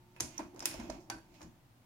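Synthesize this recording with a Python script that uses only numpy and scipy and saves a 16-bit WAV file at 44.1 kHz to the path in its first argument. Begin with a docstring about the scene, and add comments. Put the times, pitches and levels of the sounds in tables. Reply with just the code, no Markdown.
"""Video cassette ejecting

A deck on a table in a small, quiet room, heard close on a stereo microphone. A small motor whines
while levers and latches snap, the carriage lifts and rattles forward, and the cassette knocks into
place. Hard contacts ring briefly in the mechanism, soft ones set the hollow case booming.
A low hum and the room's air lie underneath."""
import sys
import numpy as np
from scipy import signal
from scipy.fft import rfft, irfft
from scipy.io import wavfile
from scipy.ndimage import uniform_filter1d

SR = 44100
rng = np.random.default_rng(int(sys.argv[2]) if len(sys.argv) > 2 else 0)


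def dump_mix(stems):
    """Bounce the given channels to the path in sys.argv[1] as a 16-bit WAV at rate SR."""
    frames = np.atleast_2d(stems).T  # one column per channel
    limited = np.clip(frames, -1, 1)  # hard clip at full scale
    pcm = np.round(limited * 32767).astype(np.int16)
    wavfile.write(sys.argv[1], SR, pcm)


N = 81585
T = np.arange(N) / SR
HZ = np.maximum(np.fft.rfftfreq(2 * N, 1 / SR), 1)


def clicks(size=4096):
    """Hard contacts ring the mechanism and scatter inside the deck; gives direct sound and room feed."""
    # levers, flap and cassette: t/s, level/dB in each of five bands, the part's own ring f/Hz,
    # ring boost/dB, scatter t60/s, room feed/dB, pan L-R/dB
    contacts = [(0.1633, -23, -26.5, -41, -37, -56, 2590, 14, 0.029, 3.5, -2.5),
                (0.2012, -10.5, -15.5, -14, -26, -38, 1018, 9.9, 0.019, -1.5, 2.5),
                (0.2054, -9.5, -8, 1, -4, -22.5, 6380, 5.6, 0.016, 2, -2.5),
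                (0.3795, -23, -25, -17.5, -26, -28, 5940, 23, 0.0081, -10, -3),
                (0.3898, -7.5, -19.5, -20, -29, -40, 1053, 4.1, 0.062, 6, -2.5),
                (0.5462, -25, -51, -42, -44, -54, 5300, 2, 0.013, 0, 3),
                (0.5616, -20.5, -39, -31.5, -43, -47, 4700, 7, .02, 8, -3.5),
                (0.5934, -32, -20, -20, -25.5, -34, 7000, 7, 0.012, -1, 0),
                (0.604, -13, -23.5, -13, -29, -43, 5260, 13, 0.015, 0, -1),
                (0.6246, -6.5, -27.5, -14.5, -34, -43, 5100, 7.3, 0.042, 0.5, -0.5),
                (0.656, -8, -0.5, 0.5, 2, -10, 5360, 4.5, 0.02, 1, -1.5),
                (0.7120, -19, -15.5, -19.5, -34, -36, 5160, 7.9, 0.016, 6.5, 0),
                (0.7410, -11.5, -28, -20.5, -36, -39, 5220, 12, 0.017, 4, -2.5),
                (0.799, -13.5, -20.5, -23, -34, -51, 2170, 2.7, .03, 6, -2.5),
                (0.8999, -6.5, -22.5, -12.5, -27, -46, 4330, 7.8, 0.023, -1, -3),
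                (1.0023, -46, -53, -34.5, -52, -52, 5300, 4.7, 0.043, 12.5, -6),
                (1.0999, -7, -13, -12, -17, -32, 4580, 12.3, 0.014, 1, -1.5),
                (1.101, -7, -21, -14, -26, -35, 5970, 12, 0.012, -6.5, -2.5),
                (1.1043, -10.5, -17, -22, -33, -42, 1520, 17, 0.054, 3, -6),
                (1.1845, -20, -37, -42, -37, -62, 1606, 16, 0.0079, 0.5, -2),
                (1.3420, -53, -33.5, -37, -51, -51, 2380, 6.3, 0.024, 13.5, -4),
                (1.4070, -15.5, -35, -32, -46, -44, 1740, 11, 0.11, 3, -0.5),
                (1.4158, -21, -26.5, -24.5, -39, -49, 3430, 7.2, 0.049, -1.5, -1),
                (1.4275, -24.5, -37, -25, -40.5, -47, 6800, 5.9, 0.046, 3, -6)]
    # the five bands: f/Hz
    bands_hz = (1000, 2800, 6000, 10500, 15000)
    bass_cut_hz, ring_width = 356, .07  # width as a share of the ring's pitch
    direct, feed = np.zeros((2, N)), np.zeros((2, N))
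    hz = np.maximum(np.fft.rfftfreq(size, 1 / SR), 1)
    body_db = mechanism_db(hz) - 10 * np.log10(1 + (bass_cut_hz / (hz + 20)) ** 4)
    for s, *bands_db, ring_hz, ring_db, t60, room_db, pan_db in contacts:
        colour_db = at_hz(list(zip(bands_hz, bands_db)), hz)
        snap = causal(body_db + colour_db + ring_db * bump(hz, ring_hz, ring_width * ring_hz))
        scatter = rfft(rng.standard_normal((2, size)) * from_db(-60 * T[:size] / t60))
        power = uniform_filter1d(abs(scatter) ** 2, size=50)
        scatter *= causal(-10 * np.log10(power + 1e-9))  # flattened, so the snap keeps its colour
        add(direct, s, pan(pan_db) * irfft(snap * scatter))
        add(feed, s, pan(pan_db) * from_db(room_db) * irfft(snap))
    return direct, feed


def mechanism_db(hz):
    """The colour that the mechanism lends to clicks and rubbing."""
    # peaks and dips: f/Hz, width/Hz, gain/dB
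    resonances = [(960, 40, 7.5), (2165, 160, 3.5), (2552, 92, 5), (3610, 1800, -3), (4500, 150, 0),
                  (5453, 146, 6), (6050, 680, 2), (6930, 310, 4), (7890, 420, -4.5), (8800, 320, 0.5),
                  (10600, 390, 2.5), (13650, 770, 5.5)]
    return sum(db * bump(hz, f, width) for f, width, db in resonances)


def knocks():
    """Soft blows of carriage and cassette, heard directly and through the case."""
    # t/s, level/dB, f/Hz, swell/s, relative drive of the case/dB, pan L-R/dB
    blows = [(0.2060, -44, 330, .003, 4, 0), (0.2130, -46, 494, 0.0016, 0, 3),
             (0.2120, -46.5, 131, 0.0093, -12, 3), (0.2420, -42.5, 267, 0.0025, 2, 3),
             (0.39, -38, 304, 0.0092, -4, 2), (0.393, -35.5, 928, 0.0017, -8, -5),
             (0.3985, -40, 639, 0.0027, 8, -2), (0.407, -49.5, 231, 0.0053, -1, 7),
             (0.5460, -47.5, 377, 0.0019, 4, -3), (0.629, -55.5, 302, 0.0036, -5, -4),
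             (0.737, -54.5, 320, 0.0042, 16, 4), (0.7430, -47.5, 654, 0.0048, 7, -5),
             (0.791, -41.5, 228, .007, 0, -1), (0.8965, -35.5, 635, 0.0026, -13, -5.5),
             (0.903, -46.5, 244, 0.0061, -2, -2), (1.1020, -44.5, 797, 0.0036, 2, 0),
             (1.1130, -55, 326.8, 0.014, 8.5, -2), (1.1400, -50, 318.4, .006, -1, 3.5),
             (1.4120, -60, 300, .005, 19.5, 0), (1.4430, -56, 193, 0.0064, 18, 4.5)]
    direct, drive = np.zeros((2, N)), np.zeros((2, N))
    for s, db, hz, swell_s, case_db, pan_db in blows:
        blow = from_db(db) * pan(pan_db) * thud(hz, swell_s)
        add(direct, s, blow)
        add(drive, s, from_db(case_db) * blow)
    return direct + from_db(-8) * hollow_case(drive)


def hollow_case(drive):
    """The case booms as a bank of parallel resonators."""
    # f/Hz, relative gain/dB, t60/s
    modes = [(74, -6, 0.21), (119, -8, 0.15), (125, -15.5, 0.3), (165, 6, .3), (239.5, 7.5, 0.25),
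             (243, -14, 0.75), (316.4, 7, 0.22), (369, 6, 0.16), (630, -15, .25), (644.4, -7, .25),
             (788, 2, 0.16), (870, 6, .2), (934, -1, 0.18), (1025, 5, .2)]
    out = 0
    for hz, db, t60 in modes:
        r = from_db(-60 / (t60 * SR))
        poles = [1, -2 * r * np.cos(2 * np.pi * hz / SR), r * r]
        out += from_db(db) * signal.lfilter([1 - r, 0, r - 1], poles, drive + 1e-18)
    return out


def rocking():
    """Deep thumps as the whole deck rocks on the table."""
    # t/s, level/dB, f/Hz
    thumps = [(0.206, -53.5, 75), (0.383, -59.5, 57.7), (0.746, -48, 44.8), (0.783, -49, 57),
              (0.886, -48, 49.4), (1.13, -56, 52), (1.423, -56, 70)]
    out = np.zeros(N)
    for s, db, hz in thumps:
        add(out, s, from_db(db) * thud(hz, swell_s=0.022))
    return out


def rubbing(slips_per_s=1800, spread_db=2):
    """Plastic moves along its guides in dense tiny slips that ring the mechanism."""
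    # course of the rubbing: t/s, level/dB
    course = [(0, -108), (0.15, -79), (0.32, -67), (0.37, -63), (0.46, -87), (0.56, -79), (0.63, -61),
              (0.70, -60.5), (0.80, -63.5), (0.87, -69), (0.94, -61.5), (1.0, -116), (1.08, -91),
              (1.325, -78), (1.35, -76.5), (1.43, -75), (1.50, -93)]
    # its spectrum: f/Hz, relative level/dB
    colour = [(300, -6), (1000, 2), (1700, -1), (2400, 7.5), (3500, 4), (5200, 1.5), (7000, 2),
              (8500, -12.5), (15000, -12)]
    slipping = rng.random(N) < slips_per_s / SR
    strength = from_db(spread_db * np.minimum(rng.exponential(1, N), 4))
    slips = slipping * strength * rng.standard_normal((2, N))
    rung = irfft(rfft(slips, 2 * N) * causal(mechanism_db(HZ)))[:, :N]
    return level(course) * (T < course[-1][0]) * tint(rung, colour) * pan(db=-8.5)


def drive_train(stop_s=1.487, release_s=0.15):
    """The motor whines until the cassette is out; gears and carriage rumble with the effort."""
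    # the loading motor's tones: f/Hz, level/dB
    tones = [(178, -78.5), (357, -72), (895, -77)]
    # effort of the carriage: t/s, level/dB
    effort = [(0, -75), (0.19, -80.5), (0.23, -48.5), (0.34, -62.5), (0.44, -54), (0.52, -59), (0.62, -53),
              (0.80, -50), (0.95, -49), (1.06, -63), (1.16, -52), (1.22, -69.5), (1.39, -64.5),
              (1.46, -62.5), (1.58, -74), (1.85, -76.5)]
    # its rumble: f/Hz, relative level/dB
    colour = [(30, -5), (55, -5.5), (90, -2), (150, 1), (240, 0.5), (340, 8.5), (430, -16), (640, -1),
              (1000, -12), (1600, -30.5), (4000, -50)]
    running = np.clip(1 - (T - stop_s) / release_s, 0, 1)
    whine = running * sum(from_db(db) * tone(hz, waver=0.005) for hz, db in tones)
    return whine + level(effort) * tint(stereo_noise(), colour)


def room_response(build_up_s=0.0066):
    """The small room's diffuse tail builds quickly and dies band by band."""
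    # decay times: f/Hz, t60/s
    t60s = [(150, 0.43), (500, 0.14), (1500, 0.26), (6000, 0.31), (10000, 0.3), (15000, 0.22)]
    # the tail's spectrum: f/Hz, level/dB
    colour = [(150, 3), (1000, -2.5), (2800, -4.5), (6000, -9), (10500, -7), (15000, -13.5)]
    noise, out = rfft(stereo_noise(), 2 * N), 0
    onset = 1 - np.exp(-(T / build_up_s) ** 2)
    edges = np.geomspace(40, 20000, 19)
    for low, high in zip(edges, edges[1:]):
        hz = np.sqrt(low * high)
        decay = onset * from_db(-60 * T / at_hz(t60s, hz))
        band = irfft(noise * ((HZ >= low) & (HZ < high)))[:, :N]
        out += band * decay / np.sqrt(np.sum(decay ** 2)) * from_db(at_hz(colour, hz))
    return out


def room_tone():
    """Faint steady air and a low hum."""
    # the air's spectrum: f/Hz, relative level/dB
    colour = [(25, 1.5), (50, -9.5), (85, -13.5), (122, 1.5), (155, -15), (240, -10.5), (420, -23),
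              (900, -20), (1600, -26), (4000, -31.5), (8000, -37), (16000, -36.5)]
    air = from_db(-61.5) * tint(stereo_noise(), colour)
    return air + from_db(-73.5) * tone(hz=119, waver=0.0087)


def stereo_noise():
    """White noise, alike in both channels in the bass and unrelated in the treble."""
    # f/Hz, left-right correlation
    likeness = [(100, 0.89), (300, 0.9), (700, 0.44), (1300, 0), (3000, 0.031), (15000, 0.078)]
    mid, side = rfft(rng.standard_normal((2, 2 * N)))
    alike = np.clip(at_hz(likeness, HZ), -.99, .99)
    return irfft(np.sqrt((1 + alike) / 2) * mid + np.sqrt((1 - alike) / 2) * side * [[1], [-1]])[:, :N]


def thud(hz, swell_s):
    """A heavily damped swing whose envelope swells to 1 and dies."""
    age = T / swell_s
    return age * np.exp(1 - age) * np.sin(2 * np.pi * hz * T)


def tone(hz, waver):
    """A sine of rms 1 whose pitch wanders by the share `waver`."""
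    slow = rms_one(uniform_filter1d(uniform_filter1d(rng.standard_normal(N), size=2000), size=2000))
    return np.sqrt(2) * np.sin(2 * np.pi * np.cumsum(hz * (1 + waver * slow)) / SR)


def bump(hz, centre_hz, width_hz):
    """A resonance's outline, 1 on top."""
    return 1 / (1 + (2 * (hz - centre_hz) / width_hz) ** 2)


def causal(db):
    """Minimum-phase response with the given magnitude."""
    cepstrum = irfft(db * np.log(10) / 20)
    half = cepstrum.shape[-1] // 2
    cepstrum[..., 1:half] *= 2
    cepstrum[..., half + 1:] = 0
    return np.exp(rfft(cepstrum))


def tint(x, colour):
    """Give a steady sound a spectrum; rms 1."""
    return rms_one(irfft(rfft(x, 2 * N) * from_db(at_hz(colour, HZ)))[..., :N])


def at_hz(points, hz):
    """Read a table along log frequency."""
    f, values = np.transpose(points)
    return np.interp(np.log(hz), np.log(f), values)


def level(curve):
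    """Gain over time from rows of t/s, level/dB."""
    return from_db(np.interp(T, *np.transpose(curve)))


def pan(db):
    """Channel gains, left `db` above right."""
    return from_db(np.array([[db], [-db]]) / 2)


def from_db(db):
    """Decibels to gain."""
    return 10 ** (np.asarray(db) / 20)


def rms_one(x):
    """Scale to unit rms."""
    return x / np.sqrt(np.mean(x ** 2) + 1e-20)


def add(out, s, x):
    """Mix a sound in at `s` seconds."""
    i = int(s * SR)
    out[..., i:i + x.shape[-1]] += x[..., :N - i]


def scene():
    """The deck up close, the room's answer behind it, room tone underneath."""
    floor, response = room_tone(), room_response()
    rub, drive = rubbing(), drive_train()
    snaps, snap_feed = clicks()
    blows = knocks()
    deck = snaps + blows + rocking() * pan(db=3) + rub + drive * pan(db=-1)
    feed = snap_feed + from_db(-7) * blows + from_db(7.5) * rub
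    room = signal.fftconvolve(feed, response, axes=1)[:, :N]
    return deck + room + floor


def record(dry):
    """The microphone sheds the deepest bass; the top is cut steeply."""
    low_cut_hz, high_cut_hz = 33, 16100
    dry = signal.sosfilt(signal.butter(2, low_cut_hz, "high", fs=SR, output="sos"), dry)
    return signal.sosfilt(signal.ellip(10, .2, 80, high_cut_hz, fs=SR, output="sos"), dry)


dry = scene()
out = record(dry)
dump_mix(out)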